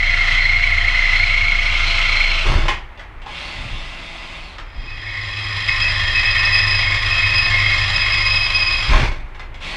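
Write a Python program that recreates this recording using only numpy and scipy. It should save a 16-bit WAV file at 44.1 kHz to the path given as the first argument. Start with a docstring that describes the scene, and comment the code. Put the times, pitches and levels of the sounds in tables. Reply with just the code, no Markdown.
"""Inside an empty-sounding box trailer, one microphone channel: a cordless drill on a steel bracket in a vice.
It opens in the first hole, chattering with every turn, then snags, rattles and knocks as it breaks through.
The drill whirs freely, then bores a second hole with squawks and squeals, snags again and whirs briefly.
Cutting is random chip grains and resonances, the motor noise and tones, the shaking stand low sines and
noise. Each source has its own share of wall reflections, hence its apparent distance; faint air throughout."""
import sys
import numpy as np
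from scipy import signal
from scipy.fft import rfft, irfft, next_fast_len
from scipy.io import wavfile
from scipy.ndimage import uniform_filter1d

SR = 44100
rng = np.random.default_rng(int(sys.argv[2]) if len(sys.argv) > 2 else 0)


def generate_wav(signal):
    """Clip the signal to [-1, 1] and save it as 16-bit WAV at the path in sys.argv[1]."""
    frames = np.transpose(np.atleast_2d(signal))
    scaled = np.clip(frames, -1, 1) * 32767
    pcm = np.round(scaled).astype(np.int16)
    wavfile.write(sys.argv[1], SR, pcm)


N = 430416
TIME = np.arange(N) / SR
# In all tables level/dB is relative, before the trims and wavering in the function that plays it.


def from_db(db):
    """Decibels to gain."""
    return 10 ** (np.asarray(db) / 20)


def rms_one(x):
    """Scale to unit power."""
    return x / np.sqrt(np.mean(x ** 2) + 1e-20)


def levels(rows, fade):
    """One gain curve per dB column, fading to silence (fade in s) outside the rows."""
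    s, *columns = np.transpose(rows)
    gate = np.clip(1 + np.minimum(TIME - s[0], s[-1] - TIME) / fade, 0, 1)
    return [gate * from_db(np.interp(TIME, s, column)) for column in columns]


def burst(start, length, attack_s, fall_db_per_s):
    """Gain that rises, holds to the end of its length and then dies away."""
    age = TIME - start
    rise = np.clip(age / attack_s, 0, 1)
    return rise * from_db(-fall_db_per_s * np.maximum(age - length, 0))


def at_hz(points, hz):
    """Read a table on a log-frequency axis."""
    f, value = np.transpose(points)
    return np.interp(np.log(np.maximum(hz, 1)), np.log(f), value)


def coloured(x, spectrum):
    """Give x a smooth spectrum that falls away beyond its end points, at unit power."""
    size = next_fast_len(len(x), True)
    hz = np.maximum(np.arange(size // 2 + 1) * SR / size, 1)
    ends = np.minimum(np.minimum(hz / spectrum[0][0], spectrum[-1][0] / hz), 1) ** 2
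    shaped = rfft(x, size) * from_db(at_hz(spectrum, hz)) * ends
    return rms_one(irfft(shaped, size)[:len(x)])


def drift(rate):
    """Smooth random wandering with spread 1, computed at every 40th sample; rate in Hz."""
    r = np.exp(-80 * np.pi * rate / SR)
    noise = rng.standard_normal(N // 40 + 2002)
    slow = signal.lfilter([1], [1, -2 * r, r * r], noise)[2000:]   # skip the filter's start
    return np.interp(np.arange(N) / 40, np.arange(len(slow)), rms_one(slow))


def resonate(x, hz, width):
    """Two-pole resonance with gain 1 on top; width in Hz."""
    r = np.exp(-np.pi * width / SR)
    zeros = np.array([1, 0, -1]) * (1 - r * r) / 2
    return signal.lfilter(zeros, [1, -2 * r * np.cos(2 * np.pi * hz / SR), r * r], x)


def steady(x, window=0.029):
    """Even out the level over a window in s, keeping the faster grain."""
    return x / np.sqrt(np.maximum(uniform_filter1d(x * x, int(window * SR)), 1e-12))


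def grains(per_s, spread_db):
    """Random tiny fractures of uneven size."""
    sizes = from_db(spread_db * np.minimum(rng.exponential(1, N), 4)) * rng.choice([-1, 1], N)
    return rms_one(sizes * (rng.random(N) < per_s / SR))


# trailer reverberation: f/Hz, time to fall 60 dB t/s
TRAILER_DECAY = [(100, 0.29), (1000, 0.34), (2200, 0.32), (5000, 0.24), (12000, 0.24)]


def trailer_echoes():
    """Dense reflections between close walls, each band dying at its own rate; unit energy."""
    t = np.arange(SR * 3 // 5) / SR
    edges = np.geomspace(60, 16000, 9)
    tail = 0
    for low, high in zip(edges, edges[1:]):
        band_pass = signal.butter(2, [low, high], "band", fs=SR, output="sos")
        band = signal.sosfilt(band_pass, rng.standard_normal(len(t)))
        tail = tail + band * from_db(-60 * t / at_hz(TRAILER_DECAY, np.sqrt(low * high)))
    tail = tail * (t > .003)   # the first wall answers after 3 ms
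    return tail / np.sqrt(np.sum(tail ** 2))


def in_trailer(x, echoes, wet_db):
    """Direct sound plus reflections at about the same total power; more wet seems farther off."""
    wet = from_db(wet_db)
    return (x + wet * signal.fftconvolve(x, echoes)[:N]) / np.sqrt(1 + wet * wet)


def bite(turns, once_db, twice_db, uneven_db):
    """Cutting force: the two lips bite in turn, one harder than the other."""
    angle = 2 * np.pi * turns
    return from_db(once_db * np.cos(angle) + twice_db * np.cos(2 * angle) + uneven_db * drift(49.7))


def chatter(force, pitch_hz, modes, limit, echoes, wet_db):
    """Slips pump the bracket's modes around a moving pitch; friction caps the swing."""
    slips, rings = force * grains(6000, 1.07), 0
    for k, (multiple, width, db) in enumerate(modes):
        spin = np.exp(2j * np.pi * np.cumsum(multiple * pitch_hz) / SR)
        r = np.exp(-np.pi * width / SR)
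        swelling = signal.lfilter([1 - r], [1, -r], slips / spin)   # the mode, shifted to 0 Hz
        rings = rings + from_db(db) * (-1) ** k * spin * swelling
    swing = np.abs(rings) / np.std(rings)
    capped = rings.real / np.sqrt(1 + (swing / limit) ** 2)
    rasp = resonate(capped, np.mean(pitch_hz), 900)
    return steady(in_trailer(rasp, echoes, wet_db), window=0.082)


def scrape(force, spectrum, peaks, echoes):
    """Chips tear off the steel; narrow peaks from the steel and the trailer's reflections colour the sound."""
    chips = coloured(force * grains(7000, 2.5), spectrum)
    colour = sum((from_db(db) - 1) * resonate(chips, hz, width) for hz, width, db in peaks)
    return steady(in_trailer(chips + colour, echoes, wet_db=-1.5), window=0.19)


def friction(rows, soft):
    """Gain of a rubbed mode: bursts (t/s, length/s, level/dB) that stand out from a soft level."""
    bursts = sum(from_db(db) * burst(s, length, attack_s=0.019, fall_db_per_s=173)
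                 for s, length, db in rows)
    return np.hypot(soft, bursts)


def squeal_tone(force, hz, waver_hz, overtone_db, echoes):
    """Friction keeps one mode of the bit singing; its pitch bends with the load and wavers."""
    bend = np.log(force) - np.mean(np.log(force))
    phase = 2 * np.pi * np.cumsum(hz + waver_hz * (drift(60) + 1.46 * bend)) / SR
    tone = force * (np.sin(phase) + from_db(overtone_db) * np.sin(2 * phase))
    return steady(in_trailer(tone, echoes, wet_db=3.5), window=0.08)


# steady air in the trailer: f/Hz, level/dB per Hz
AIR_SPECTRUM = [(25, -3.5), (60, -10), (105, -18), (170, -33), (360, -26.5), (460, -32.5), (950, -27),
                (1600, -32), (2100, -28.5), (3200, -41), (5500, -58), (15000, -73)]


def air():
    """Noise floor of the place: faint and mostly low."""
    return from_db(-36.0) * coloured(rng.standard_normal(N), AIR_SPECTRUM)


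# first hole, chatter giving way to scraping: t/s, stick-slip chatter level/dB, scraping level/dB
FIRST_CUT_LEVELS = [(0, -18, -32), (.34, -17.5, -27), (.45, -15.5, -31), (.75, -18, -30.5),
                    (1.15, -16.5, -28), (1.5, -17.5, -30), (1.92, -24, -25.5), (2.22, -17, -26.5),
                    (2.44, -30, -27)]
# chatter pitch wandering, higher by the end, before the bends of each turn: t/s, f/Hz
FIRST_CHATTER_PITCH = [(0, 2167), (.3, 2068), (.55, 2144), (.8, 2073), (1.05, 2088), (1.45, 2197),
                       (1.8, 2150), (2.4, 2190)]
# stick-slip modes: multiple of the chatter pitch, width/Hz, level/dB
FIRST_CHATTER_MODES = [(0.972, 138, 2.5), (1.024, 114, 0.5)]
# scraping spectrum: f/Hz, level/dB per Hz
FIRST_SCRAPE_SPECTRUM = [(150, -15), (400, -22.5), (900, -14.5), (1350, -12), (1650, -17), (2400, -0.5),
                         (3200, -4), (3700, -11.5), (4200, -10), (4600, -14.5), (5300, -17.5), (6200, -23),
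                         (10000, -41.5), (11500, -54.5), (15000, -66)]
# narrow peaks in the scraping, from the steel and the trailer's reflections: f/Hz, width/Hz, lift/dB
FIRST_SCRAPE_PEAKS = [(1377, 230, 9.5), (3140, 13, 9), (3990, 33, 11), (5300, 130, 5)]
# the bit rings high: t/s, length/s, level/dB
HIGH_RINGS = [(.4, 0.057, -29.5), (1.15, 0.061, -29.5), (1.84, 0.091, -28), (2.07, 0.23, -29.5)]


def first_hole(turns, echoes):
    """Hard pressure: a rasping chatter that throbs and bends in pitch with every turn, and a high ring."""
    chatter_gain, scrape_gain = levels(FIRST_CUT_LEVELS, fade=0.031)
    ring_gain = friction(HIGH_RINGS, from_db(-18) * chatter_gain)   # sings softly between bursts
    pitch_hz = np.interp(TIME, *np.transpose(FIRST_CHATTER_PITCH))
    pitch_hz = pitch_hz + 45 * np.sin(2 * np.pi * turns) + 45 * drift(23)
    force = bite(turns, once_db=3.5, twice_db=2.5, uneven_db=2.0)
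    rasp = chatter(force, pitch_hz, FIRST_CHATTER_MODES, limit=2.9, echoes=echoes, wet_db=-11.0)
    scrape_force = bite(turns, once_db=2.5, twice_db=-1.0, uneven_db=0.74)
    chips = scrape(scrape_force, FIRST_SCRAPE_SPECTRUM, FIRST_SCRAPE_PEAKS, echoes)
    ring = squeal_tone(force ** .5, hz=4180, waver_hz=34.2, overtone_db=-36, echoes=echoes)
    cutting = from_db(0.2) * chatter_gain * rasp + from_db(5.5) * scrape_gain * chips
    return cutting + ring_gain * ring


# the drill bears on the steel: t/s, length/s, gear whine level/dB, sway of the stand level/dB
LOADED_SPELLS = [(-.15, 2.83, -40, -20.5), (5.6, 3.25, -50, -28.5)]


def under_load():
    """Gains of gear whine and sway while the drill bears on the steel."""
    return sum(np.outer(from_db(dbs), burst(s, length, attack_s=0.2, fall_db_per_s=172))
               for s, length, *dbs in LOADED_SPELLS)


# the stand lurches on the floor: t/s, length/s, thump level/dB, rocking level/dB
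STAND_LURCHES = [(2.454, 0.11, -22, -23.5), (3.55, 0.099, -36, -41), (3.698, 0.037, -40.5, -26.5),
                 (4.75, .06, -39, -28.5), (8.875, 0.084, -17.5, -15.5), (9.403, 0.27, -45, -41)]
# the stand's hum, one list for each hole: t/s, level/dB
STAND_HUMS = [
    [(0, -31), (1.8, -31), (2.7, -33.5)],
    [(4.8, -43.5), (5.35, -29.5), (5.9, -28.5), (6.7, -25.5), (7.9, -24), (8.05, -28.5), (8.9, -33)],
]
# lurch thump spectrum: f/Hz, level/dB per Hz
THUMP_SPECTRUM = [(20, -15), (32, 7.5), (50, -1), (80, -6.5), (125, -5), (170, -20.5), (260, -20.5),
                  (500, -43)]


def floor_shake(turns):
    """The wobbling drill rocks the stand: sway at the turn rate, hum at 3 or 4 times it, thumping lurches."""
    attack_s = 0.027
    rocking = sum(from_db(db) * burst(s, length, attack_s, fall_db_per_s=50)
                  for s, length, _, db in STAND_LURCHES)
    thumping = sum(from_db(db) * burst(s, length, attack_s, fall_db_per_s=94)
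                   for s, length, db, _ in STAND_LURCHES)
    sway_gain = under_load()[1] + rocking
    hum_gain = sum(levels(rows, fade=.1)[0] for rows in STAND_HUMS)
    angle = 2 * np.pi * turns
    second = np.clip(TIME - 4, 0, 1)   # crossfade from first-hole to second-hole motion
    twice_gain = from_db(-21.0 + 19.0 * second + 1.3 * drift(4))
    sway = np.sqrt(2) * np.cos(angle + 0.082 * drift(3)) + twice_gain * np.sin(2 * angle + drift(3.6))
    first_hum = (1 - second) * np.sin(3 * angle + .5 * drift(1.3))
    second_hum = second * np.sin(4 * angle + 0.18 * drift(4.2))
    hum = np.sqrt(2) * (first_hum + second_hum) * from_db(2 * drift(6.6))
    rumble_spectrum = [(45, -11), (70, 2.5), (100, 9.5), (130, -6.0), (180, -52.5), (400, -53.5)]
    rumble = coloured(rng.standard_normal(N), rumble_spectrum)
    lurch = thumping * steady(coloured(rng.standard_normal(N), THUMP_SPECTRUM), window=0.064)
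    humming = hum_gain * (from_db(-3.0) * hum + from_db(-7.0) * rumble)
    return from_db(0.9) * sway_gain * sway + humming + from_db(5.5) * lurch


# the drill whirs outside the cuts: trigger pulled t/s, held for t/s, whir level/dB, spin-up time t/s
FREE_SPELLS = [(3.26, 1.12, -35.5, .11), (9.595, .3, -36.5, .05)]
FREE_ROTOR_HZ = 333.6


def free_running():
    """Rotor speed and whir level outside the cuts: jerk into motion, spin up, hold, coast, brake."""
    start_speed_share, coast_hz_per_s, coast_s = .45, 350, .19   # coasts until the brake grips
    rub_db, rub_s = 13.5, .27   # louder at first, while the bit rubs in the hole as it is drawn out
    rotor_hz, gain = np.zeros(N), np.zeros(N)
    for s, held, db, spin_up_s in FREE_SPELLS:
        age = np.maximum(TIME - s, 0)
        coasting = np.clip(age - held, 0, coast_s)
        hz = FREE_ROTOR_HZ * (1 - (1 - start_speed_share) * np.exp(-age / spin_up_s))
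        hz = hz - coast_hz_per_s * coasting
        level_db = db + rub_db * np.exp(-age / rub_s) - 8 * coasting
        rotor_hz = np.where(TIME >= s, hz, rotor_hz)
        sounding = burst(s, held + coast_s, attack_s=0.017, fall_db_per_s=300)
        gain = gain + from_db(level_db) * (hz / FREE_ROTOR_HZ) ** 2.95 * sounding
    return rotor_hz, gain


# motor and gear tones: multiple of rotor speed, level/dB against the whir at top speed
ROTOR_TONES = [(2, -15), (6, -12), (8, -14), (11, -15), (15, -21)]
# fan whir spectrum: f/Hz, level/dB per Hz
WHIR_SPECTRUM = [(200, -1), (420, -14), (700, -7), (1150, -5), (1750, -9.5), (2050, 0.5), (2600, 0.5),
                 (4200, -8), (5200, -13.5), (6000, -20), (9500, -29.5), (11500, -46), (15000, -54)]


def motor(turns, echoes):
    """Under load a gear whine that sags with the speed; running free, fan whir, tones and mesh hiss."""
    gear_ratio = 12.28
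    rotor_hz, gain = free_running()
    whine_gain, _ = under_load()
    rotor = 2 * np.pi * np.cumsum(rotor_hz * (1 + 0.00098 * drift(10.0))) / SR
    tones = sum(from_db(db + 3.5 * drift(19)) * np.sin(k * rotor) for k, db in ROTOR_TONES)
    tones = (rotor_hz / rotor_hz.max()) ** 8 * tones
    below_speed = np.clip((rotor_hz.max() - rotor_hz) / 25, 0, 1)   # mesh hiss fades at top speed
    mesh = drift(150) * np.sin(14 * rotor) + drift(150) * np.cos(14 * rotor)
    mesh = from_db(-8.5) * below_speed * mesh
    fan = coloured(rng.standard_normal(N) * (1 + 0.43 * np.sin(rotor / 2)), WHIR_SPECTRUM)
    whine = np.sin(2 * np.pi * 2 * gear_ratio * turns) * from_db(1.8 * drift(12))
    whir = in_trailer(fan + mesh, echoes, wet_db=1.0) + tones
    return from_db(-1.0) * gain * whir + whine_gain * whine


# sharper onsets in the chatter: t/s, level/dB
SHARP_ONSETS = [(.597, -8), (1.022, -10), (1.199, -10), (1.52, -10), (2.002, -7), (5.694, -9), (6.248, -11),
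                (6.367, -8), (6.922, -9), (7.24, -11)]


def strong_slips(echoes):
    """A sudden stronger slip rings at the chatter's pitch."""
    hz, width_hz = 2120, 230
    clicks = np.zeros(N)
    for s, db in SHARP_ONSETS:
        clicks[int(s * SR)] = from_db(db) * SR / (2 * np.pi * width_hz)   # offsets the resonance's loss
    ringing = resonate(resonate(clicks + 1e-18, hz, width_hz), hz, 900)
    return from_db(4.5) * in_trailer(ringing, echoes, wet_db=-6.0)


# the bit snags on the burr: t/s, length/s, rattle level/dB, sag dB/s, ring f/Hz, ring width/Hz, lift/dB
BURR_SNAGS = [(2.428, .24, -18, 35, 2900, 200, 7), (8.881, 0.17, -17, 24.5, 2340, 90, 7.5)]
# rattle spectrum: f/Hz, level/dB per Hz
RATTLE_SPECTRUM = [(150, -21), (350, -3), (550, -8), (1150, -3.5), (1700, -6.5), (2150, -1.5), (3000, -9),
                   (4200, -11), (5400, -17), (7000, -26.5), (10000, -36.5), (11500, -49), (15000, -58)]


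def breakthrough(turns, echoes):
    """The lips catch on the burr and rattle the bracket, which rings at another pitch at each hole."""
    force = bite(turns, once_db=3.0, twice_db=5.5, uneven_db=3.5)
    catches = coloured(force * grains(2000, 4.0), RATTLE_SPECTRUM)
    out = 0
    for s, length, db, sag_db_per_s, hz, width, lift_db in BURR_SNAGS:
        sagging = from_db(db - sag_db_per_s * np.clip(TIME - s, 0, length))
        gain = sagging * burst(s, length, attack_s=0.046, fall_db_per_s=140)
        rattle = catches + (from_db(lift_db) - 1) * resonate(catches, hz, width)
        out = out + gain * steady(in_trailer(rattle, echoes, wet_db=15.5))   # mostly reflections
    return from_db(-.5) * out


# knocks of the bit, clicks of trigger and chuck: t/s, level/dB, low-mid share/dB, body f/Hz
CONTACTS = [(2.682, -12, -4.5, 1920), (2.688, -21.5, -5, 2900), (2.975, -38, -7, 2900),
            (2.994, -33, -1.5, 2000), (3.218, -35, -4, 3100), (3.261, -33, 2.5, 810),
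            (4.583, -29, -3, 1320), (8.933, -17.5, 0.5, 1130), (9.347, -35.5, -12, 2300),
            (9.395, -30, -3, 1970), (9.543, -33.5, -5, 2320)]
# contact spectrum: f/Hz, level/dB per Hz
KNOCK_SPECTRUM = [(150, -6), (500, -0.5), (950, 6), (1500, 0.5), (2000, 0.5), (3200, -2), (5400, -13.5),
                  (7000, -22.5), (10000, -36), (12000, -47), (15000, -48)]


def knocks(echoes):
    """Short hard contacts, each ringing the part it hits and carrying its own share of low end."""
    out, t = np.zeros(N + SR), np.arange(SR // 5) / SR
    low_pass = signal.butter(1, 1500, fs=SR)
    envelope = np.exp(-t / 0.0073) * np.minimum(t / 0.00068, 1)   # decay and attack in s
    for s, db, low_db, body_hz in CONTACTS:
        contact = coloured(rng.standard_normal(len(t)), KNOCK_SPECTRUM) * envelope
        contact = contact + (from_db(low_db) - 1) * signal.lfilter(*low_pass, contact)
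        contact = contact + (from_db(9.5) - 1) * resonate(contact, body_hz, width=160)
        start = int(s * SR)
        out[start:start + len(t)] += from_db(db) * contact
    return from_db(4.5) * in_trailer(out[:N], echoes, wet_db=2.0)


# second hole: t/s, low chatter level/dB, scraping level/dB
SECOND_CUT_LEVELS = [(4.66, -54, -57.5), (4.84, -46, -46), (5.16, -28.5, -38.5), (5.35, -33.5, -35),
                     (5.8, -24.5, -28.5), (6.55, -20, -27), (6.9, -25.5, -27.5), (7.8, -24.5, -26.5),
                     (8.9, -35, -28.5)]
# stick-slip modes of chatter and squawk: multiple of the chatter pitch, width/Hz, level/dB
SECOND_CHATTER_MODES = [(0.912, 89, -6.5), (0.989, 120, -9)]
SQUAWK_MODES = [(1, 28, 0)]
# the chatter tightens to a squawk: t/s, length/s, level/dB
SQUAWK_BURSTS = [(5.06, .14, -31.5), (5.66, 0.085, -26), (6.4, 0.098, -27), (6.78, 0.19, -22.5),
                 (7.18, 0.067, -24), (7.5, 0.25, -18.5), (8.0, 0.27, -23)]
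# scraping spectrum: f/Hz, level/dB per Hz
SECOND_SCRAPE_SPECTRUM = [(150, -16), (400, -21), (850, -15.5), (1200, -6.5), (1600, -13.5), (2300, -6),
                          (2800, -8.5), (3400, -7.5), (4400, -13.5), (5200, -12), (6000, -26),
                          (10000, -40.5), (11500, -53.5), (15000, -59)]
# narrow peaks in the scraping, from the steel and the trailer's reflections: f/Hz, width/Hz, lift/dB
SECOND_SCRAPE_PEAKS = [(692, 5.5, 13.7), (1073, 16, 8.2), (2524, 29, 13.3), (3234.6, 20, 15.6),
                       (3840, 9.4, 10.3), (4013, 24, 14.2), (4600, 15, 5.2), (7190, 36, 14.3),
                       (10330, 90, 8), (12830, 50, 10)]


def second_hole(turns, echoes):
    """Both lips cut more evenly: a looser, lower chatter that now and then tightens to a squawk."""
    chatter_gain, scrape_gain = levels(SECOND_CUT_LEVELS, fade=0.027)
    squawk_gain = friction(SQUAWK_BURSTS, from_db(-2.5) * scrape_gain)   # soft between bursts
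    force = bite(turns, once_db=2.5, twice_db=5.0, uneven_db=2.5)
    rasp = chatter(force, 2000 + 22 * drift(7.1), SECOND_CHATTER_MODES, limit=4.4, echoes=echoes, wet_db=3.0)
    squawk = chatter(force, 2138 + 18 * drift(13), SQUAWK_MODES, limit=5.1, echoes=echoes, wet_db=-3.0)
    chips = scrape(force ** 0.57, SECOND_SCRAPE_SPECTRUM, SECOND_SCRAPE_PEAKS, echoes)
    # the bit sings about an octave above the chatter
    octave = squeal_tone(force, hz=3998, waver_hz=24.2, overtone_db=-33, echoes=echoes)
    chattering = chatter_gain * (from_db(-0.2) * rasp + from_db(-16.5) * octave)
    return chattering + squawk_gain * squawk + from_db(5.0) * scrape_gain * chips


# the bit breaks into a squeal: t/s, length/s, lower tone level/dB, upper tone level/dB
SQUEAL_BURSTS = [(4.862, 0.058, -35, -63), (5.297, 0.088, -30, -61), (5.67, 0.048, -21, -35),
                 (5.806, 0.062, -18.5, -29.5), (6.138, 0.067, -15.5, -34), (6.242, 0.22, -20.5, -33),
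                 (6.517, 0.084, -17, -23.5), (6.668, 0.14, -21.5, -28.5), (7.095, 0.22, -18.5, -39),
                 (7.341, 0.094, -20, -26), (7.943, .07, -22, -29), (8.104, 0.077, -24, -29.5),
                 (8.239, 0.23, -19, -27.5), (8.527, 0.084, -19.5, -26.5), (8.618, 0.14, -19.5, -31)]


def squeal(turns, echoes):
    """Two squealing modes about an octave apart flare up together and flutter."""
    _, scrape_gain = levels(SECOND_CUT_LEVELS, fade=0.035)
    lower_rows = [(s, length, db) for s, length, db, _ in SQUEAL_BURSTS]
    upper_rows = [(s, length, db) for s, length, _, db in SQUEAL_BURSTS]
    # between bursts both modes sing softly along with the scraping
    lower_gain = friction(lower_rows, from_db(-1.5) * scrape_gain)
    upper_gain = friction(upper_rows, from_db(-8) * scrape_gain)
    force = bite(turns, once_db=1.0, twice_db=1.5, uneven_db=5.0)
    lower = squeal_tone(force, hz=2531, waver_hz=16.6, overtone_db=-19, echoes=echoes)
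    upper = squeal_tone(force, hz=4996, waver_hz=19, overtone_db=-35, echoes=echoes)
    flutter = from_db(1.0 * drift(9.8))
    return flutter * (from_db(-1.5) * lower_gain * lower + from_db(3.5) * upper_gain * upper)


# chuck speed, sagging as the holes deepen: t/s, turns per second f/Hz
CHUCK_SPEED = [(0, 28.4), (1, 28.3), (1.7, 28.1), (2.3, 27.1), (2.65, 26.0), (5.3, 25.5), (7.8, 25.1),
               (8.7, 24.6)]


def scene():
    """Cutting, whine and sway follow the turning chuck; the sources share the trailer's reflections."""
    turns = np.cumsum(np.interp(TIME, *np.transpose(CHUCK_SPEED))) / SR
    echoes = trailer_echoes()
    holes = first_hole(turns, echoes) + second_hole(turns, echoes)
    cutting = holes + strong_slips(echoes) + squeal(turns, echoes)
    contacts = breakthrough(turns, echoes) + knocks(echoes)
    mix = air() + cutting + floor_shake(turns) + motor(turns, echoes) + contacts
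    return mix[None]   # one channel


def record(dry):
    """The microphone channel rounds the highest peaks and cuts the top."""
    rounded = dry / (1 + (dry / .97) ** 4) ** .25
    low_pass = signal.cheby2(14, 70, 16000, fs=SR, output="sos")   # 70 dB down from 16 kHz up
    return signal.sosfilt(low_pass, rounded)


dry = scene()
out = record(dry)
generate_wav(out)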